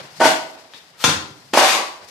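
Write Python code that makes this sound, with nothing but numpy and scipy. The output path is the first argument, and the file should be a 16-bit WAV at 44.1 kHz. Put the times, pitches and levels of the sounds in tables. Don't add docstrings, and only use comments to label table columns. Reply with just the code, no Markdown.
import sys
import numpy as np
from scipy import signal
from scipy.fft import rfft, irfft, next_fast_len
from scipy.io import wavfile
from scipy.ndimage import uniform_filter1d

SR = 44100
rng = np.random.default_rng(int(sys.argv[2]) if len(sys.argv) > 2 else 0)


def ratio(d):
    e = np.asarray(d, float) / 20
    return 10 ** e


def store_pcm(level_fs):
    pcm = np.round(np.clip(level_fs, -1, 1) * 32767).astype(np.int16)
    wavfile.write(sys.argv[1], SR, np.atleast_2d(pcm).T)


N = 92610
T = np.arange(N) / SR
GRAINS_PER_S, GRAIN_SPREAD_DB = 7000, 2.2


def on_hz(table, hz):
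    points = np.array(table, float)
    return np.interp(np.log(np.maximum(hz, 1)), np.log(points[:, 0]), points[:, 1])


def curve(table, col):
    points = np.array(table, float)
    inside = (T >= points[0, 0]) * (T <= points[-1, 0])
    return ratio(np.interp(T, points[:, 0], points[:, col])) * inside


def colour(x, table):
    log_gain = on_hz(table, np.fft.rfftfreq(2048, 1 / SR)) * np.log(10) / 20
    cepstrum = irfft(log_gain)
    cepstrum[1:1024] = 2 * cepstrum[1:1024]
    cepstrum[1025:] = 0
    response = irfft(np.exp(rfft(cepstrum)))
    return signal.fftconvolve(x, response / np.sqrt(np.sum(response ** 2)))[:N]


def ring(x, modes):
    t = T[:SR // 5]
    response = 0
    for k, (pitch_hz, width_hz, peak_db) in enumerate(modes):
        decay = width_hz * np.exp(-np.pi * width_hz * t)
        mode = ratio(peak_db) * decay * np.sin(2 * np.pi * pitch_hz * t)
        response = response + (-1) ** k * mode
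    return signal.fftconvolve(x, response / np.sqrt(np.sum(response ** 2)))[:N]


def sand():
    chance, sign, size = rng.random((3, N))
    size_db = -GRAIN_SPREAD_DB * np.log(1 - size)
    grains = (chance < GRAINS_PER_S / SR) * np.sign(sign - .5) * ratio(size_db)
    return grains / grains.std()


def burst(start_s, t60_s):
    return (T >= start_s) * np.exp(-np.log(1000) * np.maximum(T - start_s, 0) / t60_s)


def push(centre_s, width_s):
    return np.exp(-.5 * ((T - centre_s) / width_s) ** 2)


# pitch_hz [Hz], likeness [0-1]
LIKENESS = [(100, 0.9), (600, 0.72), (1200, 0.023), (3000, 0.0046), (12000, 0.018)]


def stereo(length):
    mid, side = rfft(rng.standard_normal((2, length)))
    likeness = np.clip(on_hz(LIKENESS, np.fft.rfftfreq(length, 1 / SR)), 0, 1)
    mid = mid * np.sqrt((1 + likeness) / 2)
    side = side * np.sqrt((1 - likeness) / 2)
    return irfft(mid + side * np.array([[1], [-1]]), length)


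# start_s [s], level_db [dB]
RUMBLE = [(0, -41), (0.06, -51.5), (0.15, -62), (0.22, -39), (0.7, -76.5), (0.95, -63.5), (1.4, -57.5),
          (1.6, -47), (1.7, -68), (2.1, -72)]
# pitch_hz [Hz], level_db [relative dB per Hz]
RUMBLE_COLOUR = [(30, -54), (90, -11), (150, 8.5), (260, -5.5), (1000, -114)]
# start_s [s], level_db [dB]
SITE = [(0, -34.5), (0.06, -42), (0.12, -47.5), (0.6, -51), (0.9, -53), (1.45, -53), (2.1, -47)]
# pitch_hz [Hz], level_db [relative dB per Hz]
SITE_COLOUR = [(100, -11.5), (220, -10.5), (666, -3), (1600, -7.5), (4250, -14), (14600, -39)]
# start_s [s], level_db [dB]
RUSTLE = [(0, -53.5), (0.1, -49.5), (0.19, -43), (0.72, -55.5), (0.76, -49), (0.86, -54.5), (0.93, -58.5),
          (1.45, -52), (2.02, -52), (2.1, -47.5)]
# pitch_hz [Hz], level_db [relative dB per Hz]
RUSTLE_COLOUR = [(700, -32), (1900, -3), (3000, -11), (4900, -1.5), (6500, -8.5), (14600, -18.5)]


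def site():
    out = 0
    for level, tone in ((RUMBLE, RUMBLE_COLOUR), (SITE, SITE_COLOUR), (RUSTLE, RUSTLE_COLOUR)):
        steps = np.repeat(rng.standard_normal(N // 600 + 1), 600)
        flutter = uniform_filter1d(steps, 600)[:N]
        noise = np.array([colour(side, tone) for side in stereo(N)])
        out = out + curve(level, 1) * ratio(2.3 * flutter) * noise
    return out


# start_s [s], level_db [dB before the mix]
CRUMBS = [(0.125, -35), (0.157, -44), (0.7363, -26.5), (0.746, -29.5)]
# pitch_hz [Hz], level_db [relative dB per Hz]
CRUMB_COLOUR = [(800, -2), (1500, 1), (3800, 0.5), (4600, -9), (14000, -28)]


def crumbs():
    ticks = sum(ratio(level_db) * burst(start_s, 0.0072) for start_s, level_db in CRUMBS)
    return colour(ticks * rng.standard_normal(N), CRUMB_COLOUR)


# start_s [s], board_db, blade_db, grit_db [dB before the filters]
STROKES = [
    [(0.197, -26, -63, -32.5), (0.206, -6.5, -48, -20), (0.23, -10, -49, -22.5), (0.246, -6.5, -21, -15),
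     (0.264, -6.5, -32, -16.5), (0.28, -16, -20.5, -26), (0.292, -63, -15.5, -25), (0.315, -78, -86, -22)],
    [(1.531, -48, -50, -41), (1.536, -12, -19, -14), (1.55, -27, -38, -23), (1.569, -18, -46, -15.5),
     (1.575, -50, -15.5, -9), (1.61, -8, -16, -20), (1.64, -15.5, -17.5, -15), (1.67, -56, -30, -16.5),
     (1.75, -21.5, -24.5, -20), (1.79, -43, -19.5, -52), (1.86, -74, -40, -34)],
]
# centre_s [s], board_db, blade_db [dB before the modes], width_s [s]
KNOCKS = [(0.2015, -11.5, -17.5, 0.00024), (0.2105, -7.5, -5.5, 0.00016), (0.254, -10, -11, 0.00014),
          (1.5334, -51, -10.5, 0.00043), (1.548, -34, -9.5, 0.00018), (1.5726, 1, -3, 0.000098),
          (1.588, -1.5, 2, 0.00004)]
# pitch_hz [Hz], width_hz [Hz], peak_db [relative dB]
BOARD = [(256.6, 28, -11.5), (630.4, 40, 1.5), (763, 22, -0.5), (921, 35, -2), (1140, 40, -19),
         (1486, 36.5, -3.5), (2015, 54, -15), (2847, 21.4, -10), (4840, 110, -24)]
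# pitch_hz [Hz], width_hz [Hz], peak_db [relative dB]
BLADE = [(346, 71, -0.5), (553.5, 45, 3), (807, 73, 2.5), (975, 17, 6.5), (1051.5, 17, 4.5), (1136, 48, 7),
         (2005, 140, -10.5)]
# pitch_hz [Hz], level_db [relative dB per Hz]
GRIT = [(170, -8.5), (400, -13), (1000, 3), (2200, -0.5), (4000, -6), (7000, -11.5), (11000, -19.5),
        (14600, -28)]


def trowel():
    board_sand, blade_sand, grit = [
        sum(curve(stroke, col) for stroke in STROKES) * sand() for col in (1, 2, 3)]
    board_knock, blade_knock = [
        sum(ratio(knock[col]) * push(knock[0], knock[3]) for knock in KNOCKS) for col in (1, 2)]
    rings = ring(board_sand + board_knock, BOARD) + ring(blade_sand + blade_knock, BLADE)
    hiss = colour(grit, GRIT)
    no_bass = signal.butter(5, 185, "high", fs=SR, output="sos")
    return signal.sosfilt(no_bass, [rings, hiss])


# start_s [s], level_db [dB before the mix]
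SLIDE = [(0.965, -61), (0.99, -44), (1.012, -32.5), (1.04, -32)]
# pitch_hz [Hz], level_db [relative dB per Hz]
SLIDE_COLOUR = [(200, -64), (500, -1), (900, 3.5), (2200, 1.5), (4100, 1.5), (8000, -6), (14600, -11)]


def slide():
    return colour(curve(SLIDE, 1) * rng.standard_normal(N), SLIDE_COLOUR)


# start_s [s], splat_db, thud_db [dB before the filters], splat_t60_s [s]
LUMPS = [(1.04, -1.5, -17.5, 0.046), (1.076, -15, -16, 0.028), (1.089, -14.5, -21, 0.078)]
# pitch_hz [Hz], level_db [relative dB per Hz]
SPLAT = [(100, -49), (200, -9), (600, 0.5), (970, 4), (1850, 3), (3600, -2), (4600, -2.5), (7500, -11),
         (14600, -27.5)]
# pitch_hz [Hz], width_hz [Hz], peak_db [relative dB]
THUD = [(95.6, 20, 2), (146.6, 35, 2.5), (302, 45, 1), (392, 6.7, -2)]


def lumps():
    splat = sum(ratio(splat_db) * burst(start_s, t60_s) for start_s, splat_db, _, t60_s in LUMPS)
    width_s = 0.00017
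    thud = sum(ratio(thud_db) * push(start_s + 2 * width_s, width_s) for start_s, _, thud_db, _ in LUMPS)
    return colour(splat * sand(), SPLAT) + ring(thud, THUD)


# pitch_hz [Hz], width_hz [Hz], peak_db [relative dB]
BRICK = [(3130, 200, 0.008), (3840, 230, 0)]


def brick():
    smack = ratio(-2) * burst(LUMPS[0][0], 0.0072) * rng.standard_normal(N)
    return ring(smack, BRICK)


# pitch_hz [Hz], t60_s [s]
ROOM_T60 = [(80, 0.74), (250, 0.67), (2000, 0.46), (5000, 0.44), (12000, 0.34)]
# pitch_hz [Hz], level_db [dB before the build-up]
ROOM_DB = [(100, -3), (700, 2.5), (2000, 5.5), (12000, 9)]


def room(x):
    first_wall_s, build_s = 0.00067, 0.00077
    hz, t, bands = signal.stft(stereo(SR), SR, nperseg=256)
    fall = np.exp(-np.log(1000) * t / on_hz(ROOM_T60, hz)[:, None])
    energy = np.sum(fall ** 2, axis=1) * SR * t[1]
    fall = fall * (ratio(on_hz(ROOM_DB, hz)) / np.sqrt(energy))[:, None]
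    tail = signal.istft(bands * fall, SR, nperseg=256)[1][:, :SR]
    tail = tail * (1 - np.exp(-np.maximum(T[:SR] - first_wall_s, 0) / build_s))
    return signal.fftconvolve(x[None], tail, axes=1)[:, :N]


def scene():
    trowel_rings, hiss = trowel()
    rest = hiss + lumps() + crumbs() + slide()
    rings = trowel_rings + brick()
    tail = room(rest + ratio(-5) * rings)
    return ratio(-4) * (rings + rest + tail) + site()


# pitch_hz [Hz], level_db [dB]
BALANCE_DB = [(100, -1.5), (700, -2.5), (1250, -.6), (2300, 4.3), (4200, 10), (7700, 7), (14200, 0.9)]


def phone_ports(x):
    size = next_fast_len(N + 4096)
    tilt = on_hz(BALANCE_DB, np.fft.rfftfreq(size, 1 / SR)) / 2
    return irfft(rfft(x, size) * ratio(np.array([tilt, -tilt])), size)[:, :N]


def roll_off(x):
    return signal.sosfilt(signal.butter(12, 14760, fs=SR, output="sos"), x)


def record(dry):
    x = phone_ports(dry)
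    x = signal.sosfilt(signal.butter(4, 66, "high", fs=SR, output="sos"), x)
    x = signal.sosfilt(signal.ellip(10, .2, 60, 14600, fs=SR, output="sos"), x)
    return roll_off(np.clip(x, -1, 1))


dry = scene()
out = record(dry)
store_pcm(out)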